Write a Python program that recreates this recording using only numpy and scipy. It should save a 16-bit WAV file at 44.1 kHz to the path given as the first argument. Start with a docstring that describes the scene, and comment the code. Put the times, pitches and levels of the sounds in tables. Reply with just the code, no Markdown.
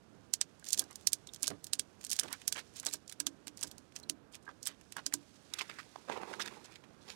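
"""In a quiet wood, over far rumble and hiss (filtered noise), a steel ratchet tightens a strap behind a wooden crate.
Pawls snap over the teeth (noise cracks with ringing steel modes) and the loaded handle rattles (grainy noise).
Meanwhile the strained slats knock (wood modes), the strap scuffs (noise swells) and its hook touches steel (short
notes); a thin far tone fades early. Then boots crunch through leaf litter (grains of soil, twig and leaf noise).
A mono microphone feeds the right input only; the left stays silent."""
import sys
import numpy as np
from scipy import signal
from scipy.fft import rfft, irfft, next_fast_len
from scipy.io import wavfile
from scipy.ndimage import uniform_filter1d, map_coordinates

SR = 44100
rng = np.random.default_rng(int(sys.argv[2]) if len(sys.argv) > 2 else 0)


def bounce(signal):
    """Save signal as a 16-bit WAV file at the path given by the first command-line argument."""
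    frames = np.transpose(np.atleast_2d(signal))
    limited = np.clip(frames, -1, 1)
    pcm = np.round(limited * 32767).astype(np.int16)
    wavfile.write(sys.argv[1], SR, pcm)


N = 315315  # samples
# All levels in the tables are relative: scene() doubles the whole mix.


def amp(db):
    """Turns dB into gain."""
    return 10 ** (np.asarray(db) / 20)


def unit(x):
    """Scales to rms 1."""
    return x / np.sqrt(np.mean(x ** 2, axis=-1, keepdims=True) + 1e-20)


def along(points, hz):
    """Reads a curve of (Hz, value) points on a log frequency axis."""
    f, value = np.transpose(points)
    return np.interp(np.log(hz + 1), np.log(f + 1), value)


def level_curve(points):
    """Draws (s, dB) points as one dB value per sample, -140 dB outside the table."""
    s, db = np.transpose(points)
    return np.interp(np.arange(N) / SR, s, db, left=-140, right=-140)


def wobble(rate):
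    """Draws a smooth random curve with rate knots a second."""
    knots = rng.standard_normal(int(N * rate / SR) + 4)
    return map_coordinates(knots, [np.arange(N) * rate / SR])


def filtered(x, response):
    """Multiplies the spectrum of x by a response of frequency."""
    m = next_fast_len(x.shape[-1] + 4096)  # zero padding
    spectrum = rfft(x, m) * response(np.fft.rfftfreq(m, 1 / SR))
    return irfft(spectrum, m)[..., :x.shape[-1]]


def noise(spectrum, shape=N):
    """Colours white noise by (Hz, dB) points, at rms 1."""
    return unit(filtered(rng.standard_normal(shape), lambda hz: amp(along(spectrum, hz))))


def placed(times, sounds):
    """Starts each row of sounds at its time in seconds and mixes them."""
    at = np.round(times * SR).astype(int)[:, None] + np.arange(sounds.shape[1])
    return np.bincount(at.ravel(), sounds.ravel(), N + SR)[:N]


def ring(modes, gains_db, t, scatter_db, detune):
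    """Strikes decaying sine modes once per row, each time at new strengths and slightly new pitch."""
    hz, db, t60 = np.transpose(modes)
    luck = rng.standard_normal((len(gains_db), 2, len(hz)))
    level = amp(db + gains_db + scatter_db * luck[:, 0])
    pitch = hz * (1 + detune * luck[:, 1])
    total = 0
    for k in range(len(hz)):
        decay = amp(-60 * t / t60[k])
        total = total + level[:, [k]] * decay * np.sin(2 * np.pi * pitch[:, [k]] * t)
    return total


def grainy(spectrum, rate, spread_db, life, smooth):
    """Mixes short noise bursts (rate per second, life in s) of random size with smooth noise, at rms 1."""
    seeds = (rng.random(N) < rate / SR) * amp(spread_db * rng.exponential(size=N))
    grains = signal.lfilter([1], [1, -np.exp(-1 / (life * SR))], seeds)
    raw = (unit(grains) + smooth) * rng.standard_normal(N)
    return unit(filtered(raw, lambda hz: amp(along(spectrum, hz))))


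def bursts(rows, grit_db, sharpness, ripple_db):
    """Shapes gritty noise swells, each around its own broad pitch with chance resonances of its own."""
    s, length, db, pitch = (c[:, None] for c in np.transpose(rows))
    t = np.arange(SR // 6) / SR
    u = t / length
    swell = np.sqrt(u) * np.exp(-1.5 * u ** 2)
    luck = rng.standard_normal((len(s), 3, len(t)))
    grit = amp(grit_db * unit(uniform_filter1d(luck[:, 0], size=90)))  # grains of a millisecond or two

    def colour(hz):
        ripple = amp(ripple_db * unit(uniform_filter1d(luck[:, 2, :len(hz)], size=60)))
        peak = 1 / (1 + (sharpness * (hz / pitch - pitch / (hz + 1))) ** 2) ** 0.61
        return ripple * peak / (1 + (hz / 11000) ** 4)

    return placed(s[:, 0], amp(db) * swell * unit(filtered(grit * luck[:, 1], colour)))


# Spectrum of the far rumble and hiss. Each row: frequency in Hz, relative level in dB.
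AIR_SPECTRUM = [(15, -41), (25, -15), (80, 6), (270, 6.5), (887, -5.5), (1650, -8.5), (1890, -14.5),
                (2990, -17.5), (5280, -24), (7920, -28), (10100, -30.5), (14400, -39), (16000, -55.5)]
# Path of a faint far tone. Each row: time in seconds, level in dB.
TONE_LEVEL = [(0, -92), (1, -88), (2.4, -88), (2.9, -100)]
AIR_DB, TONE_HZ = -65, 682


def woodland():
    """Far rumble and hiss, as coloured noise, hold nearly steady; a thin sine tone wavers in them."""
    waver = 0.7 * wobble(5)  # radians
    tone_gain = amp(level_curve(TONE_LEVEL) + 3 * wobble(6))
    tone = tone_gain * np.sin(2 * np.pi * TONE_HZ * np.arange(N) / SR + waver)
    swell_db = 0.6 * wobble(1.5) + wobble(10)
    return amp(AIR_DB + swell_db) * noise(AIR_SPECTRUM) + tone


# A boot presses on the ground. Each row: start in seconds, then soil, twig and leaf level in dB.
BOOT_PRESSES = [(5.51, -58, -54, -59.5), (5.7, -77, -65, -69), (5.92, -60, -69, -73.5),
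                (6.068, -41.5, -54.5, -67), (6.25, -60, -60.5, -60), (6.399, -57, -54.5, -63.5),
                (6.65, -71, -67.5, -77.5), (7.041, -61.5, -63.5, -61)]
# Spectrum of soil giving way. Each row: frequency in Hz, relative level in dB.
SOIL_SPECTRUM = [(110, -52), (195, -2.5), (250, -12), (345, -1), (480, -5.5), (650, -12.5), (890, -2.5),
                 (1150, -11), (1700, -29), (2500, -72)]
# Spectrum of crackling leaves. Each row: frequency in Hz, relative level in dB.
LEAF_SPECTRUM = [(1470, -43), (2500, -28), (3380, 1.5), (5030, -3), (5870, -5.5), (9730, -10.5),
                 (16000, -28)]
# Twigs and leaves giving way under a boot. Each row: start and length in seconds, level in dB, pitch in Hz.
CRUNCHES = [(5.536, 0.0068, -32.5, 5470), (5.585, 0.017, -33.5, 3030), (5.604, 0.022, -35.5, 1460),
            (5.61, 0.017, -40.5, 5300), (5.69, 0.026, -46, 1730), (5.785, 0.022, -40, 1420),
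            (5.826, 0.0069, -50.5, 2210), (5.957, 0.0063, -42.5, 690), (6.078, 0.029, -38.5, 447),
            (6.092, 0.026, -37, 800), (6.11, 0.043, -45.5, 2256), (6.155, .035, -42.5, 816),
            (6.21, 0.038, -44, 930), (6.328, 0.017, -39, 1230), (6.33, 0.0063, -51, 3980),
            (6.396, 0.016, -28.5, 1550), (6.408, 0.02, -33.5, 3530), (6.456, .01, -37, 3380),
            (6.468, 0.017, -42.5, 2430), (6.64, 0.022, -49.5, 4400), (6.71, 0.031, -55.5, 3130),
            (6.752, 0.018, -50.5, 3280), (6.835, 0.016, -54, 1050), (7.01, 0.025, -56.5, 3800),
            (7.078, 0.05, -47, 2930)]
LOAD_S = 0.055  # rise time of a press
SOIL_SETTLE, TWIG_SETTLE, LEAF_SETTLE = 59.5, 79, 60.5  # fading, dB per second


def boots():
    """Soil gives in lumps, twigs and leaves crackle in grains under louder crunches; presses swell and settle."""
    settle = np.c_[[SOIL_SETTLE, TWIG_SETTLE, LEAF_SETTLE]]
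    weight = np.zeros((3, N))
    for start, *db in BOOT_PRESSES:
        since = np.maximum(np.arange(N) / SR - start, 0)
        weight += np.minimum(since / LOAD_S, 1) * amp(np.c_[db] - settle * since)
    twig_spectrum = [(800, -38), (1300, 11.5), (2700, 9), (4000, -24.0)]  # (Hz, relative dB)
    soil = weight[0] * grainy(SOIL_SPECTRUM, rate=130, spread_db=3.0, life=0.0088, smooth=0.21)
    twig = weight[1] * grainy(twig_spectrum, rate=410, spread_db=1, life=0.015, smooth=0.4)
    leaf = weight[2] * grainy(LEAF_SPECTRUM, rate=510, spread_db=1.5, life=0.0043, smooth=0.85)
    crunches = bursts(CRUNCHES, grit_db=5, sharpness=1.05, ripple_db=3)
    return soil + twig + leaf + crunches


# Knocks of slats and pallet. Each row: start in seconds, level, brightness and boom in dB.
KNOCKS = [(0.787, -54.5, 3.5, 0.5), (0.824, -57.5, 13.5, 4.5), (1.129, -53, 5.5, -10),
          (1.432, -52, 13.5, -3), (1.477, -45, 6.5, -14), (1.503, -36.5, -6, -9), (1.73, -55.5, -11, -10),
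          (1.791, -48, 3.5, -10), (2.23, -42.5, 1, -12), (2.281, -51, -10, -4), (2.521, -58, 16, -7),
          (2.865, -46.5, 3, -6), (2.941, -48.5, 7.5, -4), (3.204, -56.5, 19, 5), (3.271, -54, 14, 8),
          (3.471, -51, 5.5, -3.5), (3.64, -47, 8, -5), (4.1, -51.5, -12, 4.5), (4.466, -63, 15, -11),
          (4.478, -58.5, 25, -19.5), (4.491, -56.5, 22.5, -13), (4.69, -48, 2, -11.5),
          (4.966, -48.5, 17.5, -28), (5.064, -52.5, 11, 0), (5.138, -47, 15.5, 3.5)]
# Modes of the wood. Each row: frequency in Hz, relative level in dB, 60 dB decay time in seconds.
WOOD_MODES = [(170, -14.5, 0.16), (288.4, -2.5, 0.27), (329.4, -8.5, 0.26), (413, -7, 0.1),
              (483, -11.5, 0.056), (617, -5.5, 0.054), (977, -15, 0.041), (1200, 0.5, 0.0095),
              (1600, -7, 0.036), (1800, -23, 0.008)]
# Strap and handle rubbing on slats. Each row: start and length in seconds, level in dB, pitch in Hz.
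SCUFFS = [(.66, 0.053, -49, 5030), (.77, 0.082, -51, 326), (.897, 0.032, -56.5, 1180),
          (1.43, 0.058, -43, 4450), (1.505, 0.05, -45.5, 205), (1.508, 0.012, -39.5, 700),
          (2.23, 0.018, -47, 1480), (2.235, 0.032, -44.5, 343), (2.555, 0.041, -49, 480),
          (2.278, 0.013, -44.5, 2000), (2.295, 0.045, -46.5, 1170), (2.325, 0.025, -43, 1550),
          (2.55, 0.051, -41.5, 1700), (2.575, 0.031, -44, 3400), (2.75, 0.049, -47.5, 5000),
          (2.828, 0.02, -50, 1400), (2.858, 0.029, -43, 1000), (2.92, 0.035, -41, 4860),
          (3.6, 0.078, -62.5, 1560), (4.33, 0.032, -52, 4070), (4.485, 0.029, -51, 860),
          (4.66, .06, -49, 2150), (4.97, 0.03, -41.5, 1180)]


def crate():
    """Strap tension knocks the slats; some knocks reach the higher modes, some set the crate's hollow booming."""
    s, db, bright_db, boom_db = np.transpose(KNOCKS)
    t = np.arange(SR // 5) / SR
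    hz = np.transpose(WOOD_MODES)[0]
    high = hz > 800
    hollow = np.abs(hz - 295) < 45
    gains_db = db[:, None] + high * bright_db[:, None] + hollow * boom_db[:, None]
    onset = 1 - np.exp(-t / 0.0008)
    knocks = onset * ring(WOOD_MODES, gains_db, t, scatter_db=3, detune=0.015)
    return placed(s, knocks) + bursts(SCUFFS, grit_db=3.5, sharpness=0.94, ripple_db=2.0)


# The strap hook touches steel. Each row: start in seconds, level in dB, pitch in Hz.
HOOK_TOUCHES = [(0.625, -50.5, 1550), (1.289, -41.5, 3630), (2.884, -34, 4020), (4.034, -43.5, 4130)]


def hook():
    """Each touch is one short decaying sine; its phase wanders, so it sounds scratchy."""
    s, db, hz = (c[:, None] for c in np.transpose(HOOK_TOUCHES))
    t = np.arange(SR // 10) / SR
    wander = 0.12 * np.cumsum(rng.standard_normal((len(s), len(t))), axis=1)
    envelope = amp(db - 60 * t / 0.029) * (1 - np.exp(-t / 0.00094))
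    return placed(s[:, 0], envelope * np.sin(2 * np.pi * hz * t + wander))


# A fine rustle behind everything. Each row: time in seconds, level in dB.
RUSTLE_LEVEL = [(0.0, -79), (0.67, -75), (0.82, -72), (2.05, -76), (2.19, -64), (3.27, -78.5), (3.86, -77),
                (4.22, -88), (4.68, -74.5), (5.44, -69.5), (5.63, -68.5), (6.05, -70.5), (6.33, -68),
                (6.59, -70), (6.83, -79.5), (7.15, -71.5)]
# Spectrum of that rustle. Each row: frequency in Hz, relative level in dB.
RUSTLE_SPECTRUM = [(700, -29.5), (1500, -6.5), (3000, -4), (6000, -3.5), (10000, -11.5), (16000, -30.5)]
# Spells in which the loaded handle chatters. Each row: start and length in seconds, level in dB.
CHATTER = [(0.642, 0.082, -45), (0.767, 0.077, -47), (0.953, 0.16, -52), (1.388, 0.064, -51),
           (1.996, 0.082, -44.5), (2.084, 0.12, -42), (2.223, 0.097, -50), (2.531, 0.077, -40),
           (2.736, .07, -47.5), (2.85, .1, -42), (3.576, 0.12, -40.5), (3.945, 0.055, -46.5),
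           (4.316, .04, -60), (4.419, .04, -63), (4.63, 0.071, -42)]
PLAY_UNDER_DB = 18.5  # loose play of spring and strap, under a spell's level


def loose_play():
    """A fine grainy rattle swells through each spell of chatter, over a faint rustle that comes and goes."""
    t = np.arange(N) / SR
    spells = np.zeros(N)
    for start, length, db in CHATTER:
        from_middle = t - start - length / 2
        spells += amp(db - PLAY_UNDER_DB) * np.exp(-(from_middle / (0.4 * length)) ** 2)
    rustle = grainy(RUSTLE_SPECTRUM, rate=340, spread_db=2.5, life=0.0035, smooth=1.7)
    rattle = grainy(CRACK_SPECTRUM, rate=370, spread_db=4.0, life=0.0033, smooth=0.34)
    return amp(level_curve(RUSTLE_LEVEL)) * rustle + spells * rattle


TOUCH_SPREAD_DB, TOUCH_LOW_DB, TOUCH_LOW_SPREAD_DB = 3.5, -1.5, 6


def chatter_touches(count):
    """Spreads small contacts by chance through each chatter spell: times, level dB, low part dB."""
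    start, length, db = (c[:, None] for c in np.transpose(CHATTER))
    luck = rng.standard_normal((len(start), 3, count))
    s = start + length * (np.arange(count) + 0.5 + np.tanh(luck[:, 0]) / 2) / count
    level_db = db + TOUCH_SPREAD_DB * luck[:, 1]
    low_db = TOUCH_LOW_DB + TOUCH_LOW_SPREAD_DB * luck[:, 2]
    return np.array([s, level_db, low_db]).reshape(3, -1)


# The handle hits its stop. Each row: start in seconds, level in dB.
SLAPS = [(0.728, -67), (0.795, -62), (1.479, -51), (2.13, -74.5), (2.936, -75)]
# Long-ringing handle modes. Each row: frequency in Hz, relative level in dB, 60 dB decay time in seconds.
HANDLE_MODES = [(6270, -7, 0.083), (9800, -15, 0.26)]


def handle_slaps():
    """The handle's long steel modes ring each time it hits its stop."""
    s, db = np.transpose(SLAPS)
    t = np.arange(SR // 4) / SR
    return placed(s, ring(HANDLE_MODES, db[:, None], t, scatter_db=7.0, detune=0.001))


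# Clear pawl snaps and handle contacts. Each row: contact time in seconds, peak level in dB, low part in dB.
CLICKS = [(0.3373, -15.5, -8), (0.4129, -14, 1), (0.5964, -50, -8), (.6529, -41, 0), (0.6697, -39, -7),
          (0.6873, -28, -26), (0.7056, -28.5, -12), (.724, -30, -19), (0.7306, -14.5, -21),
          (0.737, -24.5, -7), (0.7452, -30, -4), (.776, -27, -7), (0.7868, -25.5, -20),
          (0.7939, -16, -12.5), (0.8406, -42.5, -24), (0.9098, -42, -17), (.9292, -47.5, -12),
          (0.9574, -33, -6.5), (1.072, -11.5, -11.5), (1.1213, -36, 1.5), (1.1316, -14.5, -12.5),
          (1.2722, -36.5, -3.5), (1.336, -34, -5), (1.346, -34.5, -13), (1.3613, -38, 0),
          (1.4243, -32, -16), (1.4304, -14, -22), (1.441, -28.5, 4), (1.471, -23.5, -14),
          (1.4787, -15.5, -19.5), (1.5038, -32.5, 9), (1.6431, -31, -17.5), (1.6683, -35, -4),
          (1.7332, -15, -5.5), (1.753, -38.5, 0), (1.7948, -18, -6.5), (2.041, -36.5, 4.5),
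          (2.0488, -27, -10), (2.067, -37, -5.5), (2.096, -32, -22), (2.1025, -25.5, -23),
          (2.1148, -22.5, -16), (2.1208, -25, -10.5), (2.1284, -28, 3), (2.1307, -19, -18),
          (2.165, -32, -10), (2.1903, -20, 3.5), (2.1961, -16.5, -15), (2.212, -38, 21), (2.2342, -30, 8),
          (2.3279, -27.5, -4), (2.417, -40.5, 18.5), (2.4786, -16.5, -8.5), (2.5253, -16.5, -3),
          (2.5852, -49.5, 0), (2.7678, -36.5, -4), (2.792, -48, -10), (2.799, -29, -15.5),
          (2.8301, -42.5, 1.5), (2.8506, -33, -18.5), (2.8606, -27, -15.5), (2.8659, -21, -10),
          (2.889, -37.5, -18), (2.928, -38, -30), (2.9368, -22.5, -16), (2.9418, -28, -14),
          (3.0784, -37, -15), (3.0963, -35.5, -5.5), (3.1154, -42, 9), (3.124, -36.5, 4), (3.202, -18, -3),
          (3.2678, -16.5, -1.5), (3.4709, -32, 3.5), (3.48, -31.5, 9), (3.5733, -38, -18),
          (3.592, -43.5, -14), (3.6114, -31, -22), (3.629, -26, 4.5), (3.6333, -22, -18),
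          (3.6772, -43, -10), (3.7138, -36.5, -7), (3.7816, -43, -8), (3.963, -29, 1), (4.0307, -50.5, -6),
          (4.0969, -18, -1.5), (4.3461, -39, 10), (4.3531, -36.5, 5.5), (4.629, -33.5, -22),
          (4.656, -34, -14), (4.665, -27.5, -6), (4.6716, -22.5, -7), (4.68, -33.5, -15),
          (4.8121, -48.5, 14), (4.923, -35.5, 3), (4.9673, -32, 12.5), (5.064, -20, -6), (5.1251, -38, 21),
          (5.1386, -17.5, -10.5)]
# Spectrum of the crack, also used by the rattle. Each row: frequency in Hz, relative level in dB.
CRACK_SPECTRUM = [(410, -58), (700, -14), (1360, -16.5), (1620, -7), (2020, -8.5), (2370, -7), (4150, -2),
                  (6570, 0.5), (8880, -4.5), (16000, -23)]
# Modes of the ratchet frame. Each row: frequency in Hz, relative level in dB, undamped 60 dB decay in seconds.
STEEL_MODES = [(2458, -15.5, 0.3), (3208, -1.5, 0.079), (4080, -13.5, 0.17), (4820, -9, 0.11),
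               (5860, -8, 0.054), (6300, -8, 0.0053), (6900, -16, 0.015), (8000, 12, 0.0085),
               (8805, 10.5, 0.015), (9560, -5, 0.0159), (11050, 2.5, 0.042), (13120, -1, 0.026)]


def ratchet():
    """Each contact: the pawl slides off the tooth, cracks down, briefly rings the frame and scatters off the slats."""
    s, db, low_db = np.concatenate([np.transpose(CLICKS), chatter_touches(count=5)], axis=1)
    db, low_db = db[:, None], low_db[:, None]
    lead = 0.006  # seconds of slide before contact
    t = np.arange(SR // 10) / SR - lead
    after = np.maximum(t, 0)
    rise = 1 - np.exp(-after / 0.00013)

    slide = amp(-15.0 + 60 * np.minimum(t, 0) / 0.017) * (t < 0.0005)
    snap_t60 = 0.0088 * amp(0.063 * (db + 20.5))  # lighter touches crack more briefly
    snap = amp(-60 * after / snap_t60)
    scatter = amp(-13.0 - 60 * after / 0.058)
    crack = noise(CRACK_SPECTRUM, (len(s), len(t))) * (slide + rise * (snap + scatter))

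    damped = amp(-14 - 60 * after / 0.045)
    frame = ring(STEEL_MODES, np.zeros((len(s), 1)), after, scatter_db=2.5, detune=0.044)
    steel = damped * rise * frame

    top_db = 3 * rng.standard_normal((len(s), 1))  # brightness varies at random from contact to contact

    def tone_balance(hz):
        low = 1 / (1 + (hz / 3200) ** 6)
        top = 1 / (1 + (9000 / (hz + 1)) ** 8)
        return amp(low_db * low + top_db * top)

    hits = filtered(crack + steel, tone_balance)
    hits = hits / np.abs(hits).max(axis=1, keepdims=True)
    return placed(s - lead, amp(db) * hits)


def scene():
    """Mixes all sources at one microphone, wired to the right input."""
    mono = woodland() + boots() + crate() + hook() + loose_play() + handle_slaps() + ratchet()
    return 2 * mono * np.array([[0], [1]])  # left, right


TOP_HZ = 16300  # band limit


def record(dry):
    """Keeps nothing above the band limit."""
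    return filtered(dry, lambda hz: hz < TOP_HZ)


dry = scene()
out = record(dry)
bounce(out)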